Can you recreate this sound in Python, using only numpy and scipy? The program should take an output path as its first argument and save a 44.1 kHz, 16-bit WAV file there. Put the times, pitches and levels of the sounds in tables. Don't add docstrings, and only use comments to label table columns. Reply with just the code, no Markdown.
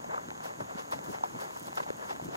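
import sys
import numpy as np
from scipy.fft import rfft, irfft
from scipy.io import wavfile
from scipy.ndimage import uniform_filter1d

SR = 44100
rng = np.random.default_rng(int(sys.argv[2]) if len(sys.argv) > 2 else 0)


def store_wav(level_fs):
    pcm = np.round(np.clip(np.atleast_2d(level_fs), -1, 1) * 32767)
    wavfile.write(sys.argv[1], SR, pcm.T.astype(np.int16))


N = 104384
TIME = np.arange(N) / SR
HZ = np.maximum(np.arange(N // 2 + 1) * SR / N, 1)

# peak t/s, level/dB, rise constant/s, fall constant/s, treble re level/dB
CRUNCHES = [(0.098, -36, 0.0058, 0.029, -25), (0.14, -33, 0.036, 0.025, -12),
            (0.181, -37, 0.034, 0.03, -21), (0.462, -37, 0.039, 0.031, -1.5),
            (0.507, -37.5, 0.01, 0.0085, -25), (0.606, -31.5, 0.0058, 0.014, -10),
            (.703, -39, 0.019, 0.037, -7), (0.795, -34.5, 0.02, 0.016, 1),
            (0.927, -30.5, 0.0086, 0.021, 0.5), (1.095, -42, 0.15, 0.008, -20),
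            (1.150, -33, 0.022, 0.019, -5.5), (1.247, -36.5, 0.019, 0.027, -10),
            (1.418, -36, 0.043, 0.07, -4), (1.568, -36.5, 0.012, 0.0073, -21),
            (1.686, -38, 0.015, 0.0033, 1.5), (1.780, -30.5, 0.0084, 0.014, 0),
            (1.804, -25, 0.0048, 0.0048, -9.5), (1.835, -37.5, 0.0086, .008, 2.5),
            (1.89, -36, 0.018, 0.0098, -5), (2.037, -35.5, 0.036, 0.024, -8),
            (2.109, -31.5, 0.019, 0.016, -0.5), (2.355, -34.5, 0.029, 0.0045, 0)]
# f/Hz, relative density/dB
GRAVEL = [(60, -65), (200, -21.5), (400, -4.5), (650, 0), (1000, 2), (1270, -3.5), (1520, -8.5),
          (2100, -9.5), (2850, -19.5), (3400, -17.5), (4100, -24), (6000, -30), (9000, -46), (16000, -78)]
TREBLE_HZ = 2050


def crunches():
    clicks = mixed_stones(count=5)
    coarse = swells([(s, db, rise, fall) for s, db, rise, fall, treble in CRUNCHES])
    fine = swells([(s, db + treble, rise, fall) for s, db, rise, fall, treble in CRUNCHES])
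    low_share = 1 / (1 + (HZ / TREBLE_HZ) ** 6)
    spectrum = rfft(coarse * clicks) * low_share + rfft(fine * clicks) * (1 - low_share)
    return heard(colour(irfft(spectrum, N), GRAVEL))


# peak t/s, level/dB, rise constant/s, fall constant/s
THUDS = [(.095, -44, 0.022, 0.0077), (.285, -45.5, 0.02, 0.039), (.612, -43, 0.021, 0.032),
         (.760, -40, 0.0087, 0.0035), (.940, -46, 0.019, 0.089), (1.102, -36.5, 0.018, 0.01),
         (1.355, -42.5, 0.037, 0.027), (1.620, -42, 0.0027, 0.0081), (1.690, -48, 0.029, 0.046),
         (1.822, -52, .015, 0.0083), (2.145, -49.5, 0.02, 0.041), (2.227, -41, 0.011, 0.0082),
         (2.256, -36.5, 0.0041, 0.014), (2.285, -41, 0.012, 0.037)]
# f/Hz, relative density/dB
EARTH = [(25, -90), (45, -32), (80, -13.5), (130, -5.5), (210, -2), (330, -5), (500, -12.5), (1000, -27),
         (3000, -56)]
TREAD_DB, CLODS_PER_S = -54.5, 1300
THUD_SCATTER_DB, THUD_LEAD_S = -6.5, 0.00062


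def thuds():
    level = np.hypot(swells(THUDS), from_db(TREAD_DB))
    earth = colour(level * grains(CLODS_PER_S, spread_db=2.5), EARTH)
    direct = pair(earth[0], 2 * np.pi * HZ * THUD_LEAD_S, 0)
    return direct + from_db(THUD_SCATTER_DB) * earth[1:]


# onset t/s, level/dB, f/Hz, rise/cycles, crack re level/dB
KNOCKS = [(.0435, -27, 730, 1.2, -4), (.0925, -31.5, 636, 1.9, -29), (.1445, -24.5, 1200, 2, -17),
          (0.178, -25.5, 1290, 2.6, -28), (.286, -29, 1030, 0.62, -3), (.305, -28.5, 1870, 1, -3),
          (.3146, -28, 840, 1.4, -14), (.4555, -29, 610, 0.87, -11), (.6045, -26, 590, 0.87, -15),
          (.9222, -24, 1080, 1.7, -11), (.9335, -26, 660, 1.6, -15), (1.209, -31, 720, 1.2, -14),
          (1.2372, -13.5, 915, 1.23, -14.5), (1.244, -27, 750, 2.5, -4), (1.7738, -21, 1190, 1.9, -4),
          (1.779, -22, 1050, 1.5, -17), (1.7825, -22, 770, 1, -21), (1.8042, -35, 870, 0.73, -25),
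          (1.864, -26.5, 810, 1.1, -20), (1.9036, -20, 449, 0.68, -7), (2.1065, -25.5, 764, 2.3, -22),
          (2.198, -26, 765, 1.06, -17), (2.288, -28.5, 323, 0.46, -13)]
# f/Hz, relative density/dB
CRACK = [(200, 4), (900, 24), (4500, 10.5), (7000, 5.5), (16000, -26)]
CRACK_S = 0.00068


def knocks():
    clops, cracks = np.zeros(N), np.zeros(N)
    for s, db, hz, rise_cycles, crack_db in KNOCKS:
        age = np.maximum(TIME - s, 0)
        swell = age * hz / rise_cycles
        envelope = (swell * np.exp(1 - swell)) ** 2
        clops += from_db(db) * envelope * np.sin(2 * np.pi * hz * age)
        cracks += from_db(db + crack_db) * (age > 0) * np.exp(-age / CRACK_S)
    return from_ground(clops + colour(cracks * rng.standard_normal(N), CRACK))


LOOSE_DB, LOOSE_PER_S, LOOSE_SPREAD_DB = -46.5, 1500, 0


def loose_gravel():
    return stones(from_db(LOOSE_DB), GRAVEL, LOOSE_PER_S, LOOSE_SPREAD_DB)


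# peak t/s, level/dB, rise constant/s, fall constant/s
SPRAYS = [(.440, -51, .008, 0.042), (.606, -58.5, .008, 0.023), (.790, -56, 0.018, 0.054),
          (.915, -51.5, 0.0025, 0.048), (1.041, -54, 0.001, 0.031), (1.115, -53.5, 0.045, 0.053),
          (1.250, -60, 0.0074, 0.28), (1.408, -50, 0.012, 0.035), (1.575, -54.5, 0.05, 0.044),
          (1.665, -56, 0.068, 0.058), (1.759, -52, 0.016, 0.068), (2.100, -57.5, 0.12, 0.07),
          (2.250, -54, 0.023, 0.017), (2.355, -55, 0.019, 0.0091)]
# f/Hz, relative density/dB
GRIT = [(1000, -6), (3300, 9), (4500, 4), (7000, 3.5), (9000, -3), (11300, 4.5), (13000, 0), (16000, -0.5)]
GRIT_PER_S, GRIT_SPREAD_DB = 650, 2.5


def sprays():
    return stones(swells(SPRAYS), GRIT, GRIT_PER_S, GRIT_SPREAD_DB)


ROLL_DB, ROLLS_PER_S, ROLL_SPREAD_DB = -51.5, 45, 3.5


def turning_stones():
    return from_db(ROLL_DB) * lone_stones(GRAVEL, ROLLS_PER_S, ROLL_SPREAD_DB)


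# onset t/s, level before TICK_DB/dB
TICKS = [(.4354, -48), (0.4574, -41), (0.912, -33), (0.923, -37), (1.04, -41), (1.2465, -41), (1.4426, -38),
         (1.5973, -33.5), (1.629, -36), (1.671, -34), (1.756, -31.5), (1.969, -37), (2.0472, -49),
         (2.2458, -40), (2.2548, -40)]
# f/Hz, relative density/dB
PEBBLE = [(1500, 3), (5000, -1), (8700, 7), (10500, 0), (14000, 5), (16000, 1)]
TICK_DB, TICK_S = -4.5, .0008
PING_AT_S, PING_DB, PING_HZ, PING_FALL_S = 1.5975, -42, 8650, .0025


def ticks():
    level = sum(from_db(db + TICK_DB) * (TIME > s) * np.exp(-abs(TIME - s) / TICK_S) for s, db in TICKS)
    age = np.maximum(TIME - PING_AT_S, 0)
    ping = from_db(PING_DB) * np.exp(-age / PING_FALL_S) * np.sin(2 * np.pi * PING_HZ * age)
    return from_ground(colour(level * rng.standard_normal(N), PEBBLE) + ping)


# f/Hz, relative density/dB
INSECTS = [(3000, -53), (5700, -21), (6400, 5.5), (6750, 2.5), (7150, 2.5), (7800, -7.5), (8800, -13.5),
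           (16000, -37)]
INSECT_DB, INSECT_PAN_DB, INSECT_SCATTER_DB = -60.5, -8.5, -3
INSECT_PULSE_HZ, INSECT_PULSE_DEPTH = 110.2, 0.12


def insects():
    drift = np.cumsum(rng.normal(0, 0.02, N))
    pulse = 1 + INSECT_PULSE_DEPTH * np.sin(2 * np.pi * INSECT_PULSE_HZ * TIME + drift)
    chorus = colour(pulse * rng.standard_normal((3, N)), INSECTS)
    direct = pair(chorus[0], 0, INSECT_PAN_DB)
    scattered = from_db(INSECT_SCATTER_DB) * chorus[1:] * from_db([[INSECT_PAN_DB / 2], [0]])
    return from_db(INSECT_DB) * (direct + scattered)


# f/Hz, relative density/dB
AIR = [(25, -4), (70, 15.5), (200, 13), (600, 2), (1500, 1), (2400, -19), (3000, -16.5), (6000, -6),
       (9000, -10), (11500, -3.5), (16000, -8.5)]
AIR_DB, AIR_SCATTER_DB = -61, -9


def air():
    noise = colour(rng.standard_normal((3, N)), AIR)
    return from_db(AIR_DB) * (noise[0] + from_db(AIR_SCATTER_DB) * noise[1:])


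STONES_PER_S, STONE_SPREAD_DB = 1100, 2
BIG_STONE_HZ, SIZE_STEP_OCTAVES = 510, 0.767


def mixed_stones(count):
    size = np.clip(np.log2(HZ / BIG_STONE_HZ) / SIZE_STEP_OCTAVES, 0, count - 1)
    spectrum = 0
    for k in range(count):
        band = np.cos(np.pi / 2 * np.clip(size - k, -1, 1))
        spectrum = spectrum + rfft(grains(STONES_PER_S, STONE_SPREAD_DB)) * band
    return irfft(spectrum, N)


def stones(level, spectrum, per_s, spread_db):
    return heard(colour(level * grains(per_s, spread_db), spectrum))


def lone_stones(spectrum, per_s, spread_db):
    sizes = from_db(spread_db * np.minimum(rng.exponential(1, N), 3)) * rng.choice([-1, 1], N)
    clicks = sizes * (rng.random(N) < per_s / SR)
    return from_ground(colour(rms_one(clicks), spectrum))


EVEN_S = .008


def grains(per_s, spread_db):
    sizes = from_db(spread_db * np.minimum(rng.exponential(1, (3, N)), 4)) * rng.choice([-1, 1], (3, N))
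    clicks = sizes * (rng.random((3, N)) < per_s / SR)
    clicks = clicks + 0.055 * rng.standard_normal((3, N))
    power = uniform_filter1d(clicks ** 2, max(int(EVEN_S * SR), 2), axis=1)
    return clicks / np.sqrt(power + 1e-9)


def swells(rows):
    power = 0
    for s, db, rise, fall in rows:
        decay = np.maximum((s - TIME) / rise, (TIME - s) / fall)
        power = power + (from_db(db) * np.exp(-decay)) ** 2
    return np.sqrt(power)


# f/Hz, level re direct/dB
SCATTER = [(300, -5.5), (700, -15), (1200, -12), (1600, -5), (2350, -14.5), (2750, -2), (3400, -7.5),
           (5000, 3.5), (9000, 3.5), (13000, -5.5)]


def heard(x):
    gains = from_db(at_hz(SCATTER)) * sides(at_hz(PAIR_BALANCE))
    return from_ground(x[0]) + irfft(rfft(x[1:]) * gains, N)


# f/Hz, phase by which left leads/rad
PAIR_PHASE = [(80, 1), (230, 4), (400, 4), (1200, 3.5), (1500, 4), (1800, 3.5), (2350, 3), (3900, 3.5),
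              (5100, 3.5), (6000, 0.9), (8000, 1.5), (11000, 0.6), (16000, -1.5)]
# f/Hz, left re right level/dB
PAIR_BALANCE = [(230, 0.5), (480, 4), (750, 2), (1150, 1), (1420, -2), (1650, 3.5), (2350, -0.5),
                (2850, -3), (3250, -2), (4800, -10.5), (7800, -2.5), (9200, -6), (12000, -.5), (16000, -3)]


def from_ground(x):
    return pair(x, at_hz(PAIR_PHASE), at_hz(PAIR_BALANCE))


def pair(x, lead, pan_db):
    turn = np.exp(np.array([[.5j], [-.5j]]) * lead)
    return irfft(rfft(x) * sides(pan_db) * turn, N)


def sides(pan_db):
    gains = from_db(np.array([[.5], [-.5]]) * pan_db)
    return gains / np.sqrt(np.mean(gains ** 2, axis=0))


def colour(x, spectrum):
    return irfft(rfft(x) * rms_one(from_db(at_hz(spectrum))), N)


def at_hz(points):
    hz, value = np.transpose(points)
    return np.interp(np.log(HZ), np.log(hz), value)


def rms_one(x):
    return x / np.sqrt(np.mean(x ** 2) + 1e-20)


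def from_db(db):
    return 10 ** (np.asarray(db) / 20)


def scene():
    hooves = crunches() + thuds() + knocks()
    debris = loose_gravel() + sprays() + turning_stones() + ticks()
    return hooves + debris + insects() + air()


CUTOFF_HZ = 15800


def record(dry):
    return irfft(rfft(dry) / np.sqrt(1 + (HZ / CUTOFF_HZ) ** 300), N)


dry = scene()
out = record(dry)
store_wav(out)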